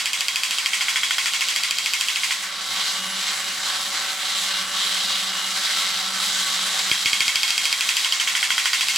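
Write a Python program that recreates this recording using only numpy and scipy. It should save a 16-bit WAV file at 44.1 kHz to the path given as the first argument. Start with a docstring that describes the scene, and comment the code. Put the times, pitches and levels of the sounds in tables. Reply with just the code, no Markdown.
"""The clacker of a tin toy robot, on a wooden desk in a small room. While the chest spins, a cam strikes
the tin thirteen times a second; each impact excites damped modes, and the room answers with echoes.
Between the two spins the robot walks, its feet knocking on the desk. Throughout, the motor hums and the
gears chatter and whine over a low rumble. An automatic gain control ducks after the loud clacks and
creeps back up when they stop."""
import sys
import numpy as np
from scipy import signal
from scipy.fft import rfft, irfft, next_fast_len
from scipy.io import wavfile

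SR = 44100
rng = np.random.default_rng(int(sys.argv[2]) if len(sys.argv) > 2 else 0)


def generate_wav(sig):
    """Save sig (samples, or channels by samples) to the path in sys.argv[1] as 16-bit PCM at SR."""
    pcm = np.round(np.clip(np.atleast_2d(sig).T, -1, 1) * 32767).astype(np.int16)
    wavfile.write(sys.argv[1], SR, pcm)


N = 395577
TIME = np.arange(N) / SR
CONTACT_S = .0007   # from first contact to the impulse

def amp(db):
    return 10 ** (np.asarray(db) / 20)

def unit_rms(x):
    return x / np.sqrt(np.mean(x ** 2) + 1e-20)

def in_time(rows):
    return np.interp(TIME, *np.transpose(rows))

def at_hz(rows, hz):
    row_hz, values = np.transpose(rows)
    return np.interp(np.log(hz), np.log(row_hz), values)

def drift(rate_hz):
    """Low-passed noise: a slow random fluctuation of unit RMS."""
    r = np.exp(-80 * np.pi * rate_hz / SR)
    slow = signal.lfilter([1], [1, -2 * r, r * r], rng.standard_normal(N // 40 + 2002))[2000:]
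    return np.interp(np.arange(N) / 40, np.arange(len(slow)), unit_rms(slow))

def lag(x, seconds):
    """First-order relaxation with the given time constant."""
    r = np.exp(-1 / (seconds * SR))
    return signal.lfilter([1 - r], [1, -r], x, zi=[r * x[0]])[0]

def highpass(x, order, hz):
    return signal.sosfilt(signal.butter(order, hz, "high", fs=SR, output="sos"), x)

def impulses(rows, heights):
    """A brief impact acts as an impulse: one for each row's start time."""
    out = np.full(N, 1e-18)
    out[((np.array(rows)[:, 0] + CONTACT_S) * SR).astype(int)] = heights
    return out

def ring(force, hz, t60):
    """A damped mode: a unit impulse starts a decaying sine of height 1."""
    r, w = amp(-60 / (t60 * SR)), 2 * np.pi * hz / SR
    return signal.lfilter([0, np.sin(w)], [1, -2 * r * np.cos(w), r * r], force)

def resonate(x, peaks, lift_db, swell_db):
    """Resonance reinforces narrow bands of x, each swelling and fading independently."""
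    out = x.copy()
    for hz, width, db in peaks:
        r = np.exp(-np.pi * width / SR)
        poles = [1, -2 * r * np.cos(2 * np.pi * hz / SR), r * r]
        band = signal.lfilter([(1 - r * r) / 2, 0, (r * r - 1) / 2], poles, x)
        out += amp(db + lift_db + swell_db * drift(2.8)) * band
    return out

# Likeness of the two channels. Each row: frequency in Hz, left-right correlation.
COHERENCE = [(40, 0.097), (190, 0.8), (1000, 0.86), (4000, 0.76), (8000, 0.75), (14000, 0.77)]
# Stereo balance. Each row: frequency in Hz, left minus right in dB.
BALANCE = [(40, -12), (150, -0.5), (1000, -1), (8000, -0.5)]

def coloured(source, spectrum, flicker_db, band_db=lambda hz: 0):
    """Partial coherence: a filtered mid and side pair mixes to stereo in flickering half-octave bands."""
    size = next_fast_len(N)
    bin_hz = np.arange(size // 2 + 1) * SR / size + 1
    shaped = rfft(source, size) * amp(at_hz(spectrum, bin_hz))
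    out = 0
    for octave in np.arange(np.log2(spectrum[0][0]), np.log2(spectrum[-1][0]) + .5, .5):
        hz = 2 ** octave
        window = np.clip(1 - 2 * np.abs(np.log2(bin_hz) - octave), 0, 1)
        mid, side = irfft(shaped * window, size)[:, :N]
        alike = at_hz(COHERENCE, hz)
        gain = amp(band_db(hz) + flicker_db * drift(5.7))
        pan = amp(at_hz(BALANCE, hz) * np.array([[.5], [-.5]]))
        out += gain * pan * (np.sqrt(1 + alike) * mid + np.sqrt(1 - alike) * side * [[1], [-1]])
    return out

# Rumble of desk and room. Each row: frequency in Hz, relative spectral density in dB.
RUMBLE = [(12, -30), (25, -27), (60, 12), (120, 10.5), (200, 29.5), (300, 13), (500, 6), (800, -40)]

def room_rumble():
    """Filtered noise: the low background of desk and room, strongest near 200 Hz."""
    return amp(-55) * unit_rms(coloured(rng.standard_normal((2, N)), RUMBLE, flicker_db=2.0))

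# Motor speed. Each row: time in seconds, beat frequency in Hz.
MOTOR_SPEED = [(0, 190.5), (3.4, 191.3), (6.2, 191), (6.6, 188), (6.9, 191)]

def motor_phase():
    """Phase, in cycles, is the integral of the motor's slightly wavering frequency."""
    return np.cumsum(in_time(MOTOR_SPEED) + .6 * drift(12)) / SR

def swell(middle_s, length_s, exponent):
    """An arch from 0 to 1 and back; a higher exponent flattens its top."""
    return np.clip(1 - (2 * (TIME - middle_s) / length_s) ** exponent, 0, 1)

# Motor harmonics. Each row: harmonic number, level in dB.
HARMONICS = [(2, -60), (3, -51.5), (4, -59), (6, -56), (7, -45), (8, -54.5)]
# A harmonic sings out. Each row: harmonic number, middle in seconds, length in seconds, boost in dB.
HARMONIC_SWELLS = [(8, 3.96, .15, 7), (8, 7.3, .3, 11), (8, 6.38, 0.36, 16), (7, 4.5, 0.66, 1),
                   (7, 5.9, 1.0, 8), (6, 2.9, 0.96, 13.5), (6, 4.6, .35, 11), (6, 6.5, .5, 12),
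                   (4, 4.1, 0.6, 13), (4, 5.4, .4, 12), (4, 6, .5, 13)]
# The fundamental, carried by the desk. Each row: time in seconds, level in dB.
DESK_HUM = [(0, -89), (.6, -58), (1.8, -61), (2.45, -57), (2.7, -54.5), (3.05, -43.5), (3.4, -55.5),
            (4.1, -61), (4.6, -54), (5.45, -48.5), (5.75, -56.5), (6.0, -49), (6.88, -51), (6.97, -55),
            (7.8, -65), (8.97, -51)]
# The tones recede while the legs stand still. Each row: time in seconds, amplitude factor.
TONE_CLARITY = [(2.3, 0.57), (2.7, 1), (6.9, 0.71), (6.95, 0.35)]

def motor_hum(phase, load_db):
    """Periodic motion gives a harmonic series; a slower shaft beats against the fundamental."""
    shaft_hz, shaft_db = 175, -9.5
    shaft = amp(shaft_db) * np.sin(2 * np.pi * shaft_hz * TIME + .5 * drift(3.9))
    low = np.sin(2 * np.pi * phase) + shaft
    unloading_db = load_db.mean() - load_db   # the hum swells as the gears are unloaded
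    low_db = in_time(DESK_HUM) + .31 * unloading_db + 1.3 * drift(5)
    overtones = 0
    for number, db in HARMONICS:
        db += sum(boost * swell(s, length, 2) for k, s, length, boost in HARMONIC_SWELLS if k == number)
        flicker_db = .55 * min(number, 8) * drift(49) + .26 * drift(.77)
        overtones += amp(db + flicker_db) * np.sin(2 * np.pi * (number * phase + rng.random()))
    return np.sqrt(2) * (amp(low_db) * low + in_time(TONE_CLARITY) * overtones) * amp([[-.8], [.8]])

# Meshing gear pairs. Each row: frequency in Hz, level in dB.
MESH_TONES = [(113, -63), (745, -52), (3038, -48), (6155, -48), (7666, -47), (9765, -56), (10331, -53),
              (10460, -52), (10960, -51), (11700, -58), (12680, -61), (12880, -63), (13850, -64),
              (14280, -62), (14420, -63)]
# Brief gear squeals. Each row: frequency in Hz, middle in seconds, length in seconds, level in dB.
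SQUEALS = [(2891, 3.0, .42, -34), (2885, 3.48, .16, -36), (2836, 4.55, .18, -35), (2890, 4.7, .16, -37),
           (2867, 5.1, .3, -37), (2880, 5.42, .3, -36)]

def gear_whine():
    """Periodic tooth contact gives thin tones that waver and fade; now and then a gear squeals."""
    warped_s = TIME + np.cumsum(.0012 * drift(2)) / SR
    tones = sum(amp(db + 5 * drift(4)) * np.sin(2 * np.pi * hz * warped_s + .7 * drift(15))
                for hz, db in MESH_TONES)
    waver = .4 * drift(20)
    squeals = sum(amp(db) * swell(s, length, 4) * np.sin(2 * np.pi * hz * TIME + waver)
                  for hz, s, length, db in SQUEALS)
    return in_time(TONE_CLARITY) ** 2 * tones + np.sqrt(2) * squeals

# Load on the gears. Each row: time in seconds, relative chatter level in dB.
GEAR_LOAD = [(0, -28), (1.2, -25), (2.35, -25), (2.49, -32), (2.7, -29.5), (2.83, -22.5), (3.1, -31.5),
             (3.27, -27), (3.57, -32.5), (3.71, -28), (3.85, -32), (3.98, -26.5), (4.09, -30), (4.16, -36),
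             (4.29, -29), (4.42, -34), (4.5, -28), (4.67, -33), (4.84, -30), (5.5, -32.5), (5.66, -27),
             (6.1, -32.5), (6.25, -30.5), (6.9, -28), (7.8, -24), (8.3, -26), (8.97, -22.5)]
# Spectrum of the chatter. Each row: frequency in Hz, relative spectral density in dB.
CHATTER_SPECTRUM = [(150, -52), (250, -14), (458, -13.5), (563, -7.5), (624, -11.5), (755, -4.5),
                    (882, -3.5), (1310, 1), (2150, 1), (2550, -1), (2900, 2.5), (3890, 4.5), (6650, -1.5),
                    (7770, -1), (8620, -6.5), (10600, -9), (15500, -21)]
# Resonances of the body. Each row: frequency in Hz, bandwidth in Hz, gain in dB.
SHELL_RESONANCES = [(769, 26, -0.5), (1126, 50, 3), (1532, 39, 0.5), (2080, 220, -5), (3170, 200, -9),
                    (3795, 65, -2), (4040, 110, -7), (4660, 18, 0), (7670, 120, -4), (10100, 64, -2),
                    (14400, 250, -11)]
# Rasp near 4 kHz while walking. 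Each row: time in seconds, relative level in dB.
RASP = [(2.4, -37.5), (2.67, -32.5), (2.79, -26), (3.09, -37), (3.29, -26.5), (3.35, -37), (3.36, -32.5),
        (3.49, -34), (3.5, -36), (3.72, -32), (3.93, -36.5), (3.94, -34), (4.07, -34), (4.08, -31),
        (4.15, -36), (4.28, -31), (4.61, -31), (4.68, -37), (4.73, -32.5), (4.84, -28), (5.52, -34.5),
        (5.65, -28.5), (6.15, -34), (6.18, -36), (6.2, -30), (6.9, -31.5)]
# Treble scrape while walking. Each row: time in seconds, relative level in dB.
SCRAPE = [(2.4, -35), (2.49, -45), (2.83, -34.5), (3.13, -41), (3.21, -37), (3.63, -40.5), (3.67, -38.5),
          (4.23, -40.5), (4.27, -38.5), (4.61, -38.5), (4.63, -42.5), (4.83, -37.5), (5.24, -39),
          (5.28, -42.5), (5.71, -37), (6.18, -40.5), (6.21, -35.5), (6.9, -38.5)]

def gear_chatter(phase, load_db):
    """Shot noise: random tooth impacts, densest at one point of each motor beat, ring the body."""
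    ticks_per_s = 5000 * (1 + .2 * np.cos(2 * np.pi * phase)) * amp(1.5 * drift(25))
    sizes = amp(.64 * np.minimum(rng.exponential(1, (2, N)), 5)) * rng.choice([-1, 1], (2, N))
    ticks = sizes * (rng.random((2, N)) < ticks_per_s / SR)
    swing_db = load_db - load_db.mean()
    standing = in_time(TONE_CLARITY) < .7
    low_share, high_share = .57, .92   # of the load swing; rasp and scrape have their own while walking
    low_db = (low_share - 1) * swing_db - 2.5 * standing
    rasp_db = np.where(standing, 0, lag(in_time(RASP), .0092) + 33 - swing_db)
    high_db = np.where(standing, (high_share - 1) * swing_db, lag(in_time(SCRAPE), .011) + 37.5 - swing_db)

    def band_db(hz):
        return (low_db * np.interp(hz, [1700, 2600], [1, 0])
                + rasp_db * np.interp(hz, [2210, 2850, 4180, 5400], [0, 1, 1, 0])
                + high_db * np.interp(hz, [5500, 7000], [0, 1]))

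    shell = resonate(ticks, SHELL_RESONANCES, lift_db=-1.0, swell_db=1.5)
    chatter = coloured(shell, CHATTER_SPECTRUM, flicker_db=1.0, band_db=band_db)
    return amp(load_db + 6) * unit_rms(chatter)

# Modes of the desk. Each row: frequency in Hz, level in dB, 60 dB decay time in seconds.
DESK_MODES = [(130, 0, .013), (330, -6, .02)]
# Feet knocking on the desk. Each row: start in seconds, relative level in dB.
FOOTFALLS = [(3.163, -46), (3.44, -38), (3.587, -31), (3.834, -39), (4.067, -46), (4.423, -36),
             (4.913, -70), (5.458, -79), (5.845, -33), (6.294, -28)]
DOORS_OPEN_S = 6.91

def desk_thumps():
    """Structure-borne sound: feet and clacks drive the desk, the clacks hardest as the doors fly open."""
    since_open = np.array(CLACKS)[:, 0] - DOORS_OPEN_S
    jolt = (since_open >= 0) * amp(-18 - 30 * np.abs(since_open))   # fades 30 dB a second
    force = impulses(CLACKS, jolt + amp(-62)) + impulses(FOOTFALLS, amp(np.array(FOOTFALLS)[:, 1] - 6))
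    thumps = sum(ring(amp(db) * lag(force, .00018), hz, t60) for hz, db, t60 in DESK_MODES)
    return highpass(thumps, 2, 95) * amp([[-2.5], [2.5]])

# Spectrum of the echoes. Each row: frequency in Hz, relative spectral density in dB.
ECHO_SPECTRUM = [(180, -67), (300, -56), (600, -22), (1030, -2.5), (1420, -18), (1590, -6), (1940, 12),
                 (3280, 12), (3630, 1.5), (7620, 8), (15500, -11.5)]
# Tin resonances in the echoes. Each row: frequency in Hz, bandwidth in Hz, gain in dB.
ECHO_RESONANCES = [(1078, 30, 17), (1386, 64, 28.5), (2150, 34, 9.5), (2247, 18, 3.5), (2610, 360, -5.5),
                   (3366, 50, 10), (4600, 610, 6), (5870, 52, 3)]

def room_echoes():
    """Reverberation: dense reflections from walls and desk build up after each blow and then decay."""
    delay, rise_s, t60 = int(.002 * SR), .009, .15
    _, bands_db, _, echo_db = directivity()
    energy = impulses(CLACKS, amp(2 * echo_db)) + impulses(RATTLES, amp(2 * np.array(RATTLES)[:, 2]))
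    energy = np.r_[np.zeros(delay), energy[:-delay]]
    energy[0] = amp(2 * -18)   # earlier blows still sound
    power = lag(signal.lfilter([1], [1, -amp(-120 / (t60 * SR))], energy), rise_s)
    colour_db = .043 * (bands_db - bands_db.mean(axis=1, keepdims=True))   # a trace of each blow's timbre

    def band_db(hz):
        return np.interp(TIME, np.array(CLACKS)[:, 0], per_blow(colour_db, hz))

    diffuse = resonate(rng.standard_normal((2, N)), ECHO_RESONANCES, lift_db=.5, swell_db=1.2)
    return np.sqrt(power) * unit_rms(coloured(diffuse, ECHO_SPECTRUM, flicker_db=.5, band_db=band_db))

# Rotation of the chest. Each row: time in seconds, angle away from the listener in degrees.
CHEST_ANGLE = [(0, -66), (2.35, 505), (6.9, 360), (7.73, 360), (8.97, 658)]
# Directions of the radiation pattern. Each entry: chest angle in degrees.
PATTERN_DEG = [0, 35, 60, 95, 130, 180, 220, 270, 320]
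# Bands of the radiation pattern. Each entry: frequency in Hz.
PATTERN_HZ = [1200, 1800, 2200, 2650, 3200, 4800, 7000, 12000]
# Radiation pattern. Each row, one per angle: levels in dB of the eight bands, the long ring, the echoes.
PATTERN_DB = [(-2, -1, 17, 14, -9.5, 3.5, 8.5, 0, -22.5, -15),
              (8, 0, -6, 1.5, -10, -3.5, -1, 0, -30, -15.5), (4, -6, -23, 15, 2, -2.5, 9.5, 2, -30, -12),
              (-9, -31, -17, 7, 2, -6, -3, -16, -39, -17.5), (11, 18, 4, 8, 8.5, -11, -10, -3, -53, -8),
              (4, 21, 5, 10, 1.5, -17, -9, -2, -25, -14.5), (7, 29, 9, 0, 9, -2, -1, 0, -33, -11),
              (-6, 8, 2, 17, -13, -4.5, -2, -2, -32, -15.5), (-18, -34, -12, 11, 3, -2, 9, 1, -31, -12)]
# Radiation of the knock. Each entry, one per angle: level in dB.
KNOCK_PATTERN_DB = [-9, -7.5, -10.5, -10.5, -4, -7, -9.5, -11, -11]
# The doors swinging open. Each entry: initial gain in dB, for the knock, then each PATTERN_DB column.
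DOORS_DB = [8.5, -19, 0, 16, 11, 18.5, 2, -16, 2, 7, 7]

def directivity():
    """Radiation depends on chest angle: each blow's dB for the knock, bands, long ring and echoes."""
    starts, strength_db, _ = np.transpose(CLACKS)
    angle = np.interp(starts, *np.transpose(CHEST_ANGLE))
    facing_db = np.transpose([np.interp(angle, PATTERN_DEG, column, period=360)
                              for column in np.c_[KNOCK_PATTERN_DB, PATTERN_DB].T])
    since_open, settle_s = starts - DOORS_OPEN_S, .33
    door_swing = (since_open >= 0) * np.exp(-np.abs(since_open) / settle_s)
    db = strength_db[:, None] + facing_db + np.outer(door_swing, DOORS_DB)
    return db[:, 0], db[:, 1:-2], db[:, -2], db[:, -1]

def per_blow(bands_db, hz):
    """Each blow's level at one frequency, interpolated between the bands."""
    return np.array([np.interp(hz, PATTERN_HZ, row) for row in bands_db])

# Blows of the clacker. 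Each row: start in seconds, strength in dB, pitch of the knock in Hz.
CLACKS = [(0.057, 0.5, 2520.0), (0.132, -1, 2520.0), (0.2072, -0.5, 2520.0), (0.2827, 1, 2560.0),
          (0.358, 3.5, 2530), (0.4337, 3.5, 2540), (0.5088, -1, 2580), (0.584, 1.5, 2660),
          (0.6593, 6, 2150.0), (0.7331, 3, 2180), (0.808, -3, 2150), (0.8828, 1, 2170.0),
          (0.958, 3, 2190.0), (1.0325, 3.5, 2170.0), (1.1077, 2.5, 2150), (1.1824, 1, 2160.0),
          (1.258, 3, 2130), (1.3346, 3, 2800), (1.408, 4, 2740), (1.485, 1.5, 2780), (1.561, 1.5, 2000),
          (1.6347, 1, 2500.0), (1.709, 1.5, 2500.0), (1.7847, 1, 2500), (1.8594, 3, 2500), (1.935, 4, 2540),
          (2.01, 2, 2570.0), (2.084, 5, 2600), (2.158, 4.5, 2610.0), (2.2336, 2, 2140),
          (2.3077, -0.5, 2150.0), (6.9139, -7, 2380), (7.0578, -5.5, 2450), (7.1305, -4, 2380),
          (7.205, -2, 2390), (7.28, -2.5, 2450), (7.3566, -0.5, 2320), (7.4315, 0, 2460),
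          (7.5048, -1.5, 2600), (7.5786, -1, 2520), (7.654, 0, 2420), (7.7268, -0.5, 2530),
          (7.8078, 1.5, 2520), (7.89, 4, 2550), (7.968, 1, 2560), (8.046, 1.5, 2800), (8.123, 5, 2890.0),
          (8.1977, 1.5, 3010.0), (8.2742, -3, 2140), (8.351, 0, 2160.0), (8.4279, 3, 2150.0),
          (8.5038, 3.5, 2150), (8.5794, 3, 2150), (8.656, 2.5, 2130.0), (8.7319, 5, 2160),
          (8.8086, 6, 2600), (8.8844, 6, 2610.0), (8.96, 4.5, 2600)]

def knock(levels_db, t60=.015):
    """A heavily damped oscillation: a hollow knock whose pitch shifts between blows as the chest turns."""
    out, t = np.zeros(N + SR), np.arange(SR // 20) / SR
    for (s, _, hz), db in zip(CLACKS, levels_db):
        start = int((s + CONTACT_S) * SR)
        out[start:start + len(t)] -= amp(db - 60 * t / t60) * np.sin(2 * np.pi * hz * t)
    return out[:N]

# Modes of the struck tin. Each row: frequency in Hz, level in dB, 60 dB decay time in seconds.
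TIN_MODES = [(1140, -46, 0.059), (1490, -30, .025), (1870, -34, 0.016), (2190, -36, .1), (3200, -16, 0.038),
             (3830, -19, 0.0062), (4640, -12, 0.015), (4880, -11.5, 0.013), (5320, -21, 0.015),
             (6000, -23, .018), (7300, -15, 0.0069), (9300, -23, 0.0089), (11300, -30, 0.014),
             (13400, -24.5, 0.0043)]
# The tin's long ring. Each row: frequency in Hz, level in dB, 60 dB decay time in seconds.
LONG_RING = [(3222, 1.5, .36), (3268, 0.0, .3)]
# Loose parts knocking. Each row: start in seconds, strength in dB, echo level in dB.
RATTLES = [(2.378, -50, -29), (2.4276, -18, -21.5), (2.4754, -22, -33), (3.475, -63, -24),
           (3.936, -22, -28), (6.792, -3, -22), (7.479, -2, -15)]

def clacker():
    """Modal superposition: each blow of the clacker or a loose part sets the tin's damped modes ringing."""
    knock_db, bands_db, ring_db, _ = directivity()
    scatter_db = rng.normal(0, 1.2, (len(CLACKS), len(TIN_MODES)))
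    rattles = impulses(RATTLES, amp(np.array(RATTLES)[:, 1]))
    tin = knock(knock_db)
    for hz, db, t60 in LONG_RING:
        tin += ring(impulses(CLACKS, amp(ring_db + db)), hz, t60)
    for (hz, db, t60), uneven_db in zip(TIN_MODES, scatter_db.T):
        strikes = impulses(CLACKS, amp(per_blow(bands_db, hz) + uneven_db))
        tin += ring(amp(db) * (strikes + rattles), hz, t60)
    return highpass(tin, 4, 850) * amp([[-.4], [.4]])   # the clacker carries nothing below about 850 Hz

def scene():
    """Linear superposition of all sources, in stereo; hum and chatter share one motor and one load."""
    load_db, phase = in_time(GEAR_LOAD), motor_phase()
    rumble = room_rumble()
    drive = gear_chatter(phase, load_db) + motor_hum(phase, load_db) + gear_whine()
    return rumble + drive + desk_thumps() + clacker() + room_echoes()

def record(dry):
    """Automatic gain control ducks quickly on peaks and slowly on their average; soft clip, low-pass."""
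    threshold_db, release_db_per_s, cutoff_hz = -11, 140, 16050
    over_db = np.maximum(20 * np.log10(np.abs(dry).max(axis=0) + 1e-9) - threshold_db, 0)
    recovery_db = release_db_per_s * TIME
    held_db = np.maximum(np.maximum.accumulate(over_db + recovery_db) - recovery_db, 0)
    quick_db = lag(held_db, .007)
    slow_db = lag(np.r_[6.0, held_db[1:]], .97)   # starts already ducked
    levelled = dry * amp(-.35 * quick_db - .71 * slow_db)
    rounded = .93 * np.tanh(levelled / .9)
    return signal.sosfilt(signal.ellip(12, .5, 60, cutoff_hz, fs=SR, output="sos"), rounded)

dry = scene()
out = record(dry)
generate_wav(out)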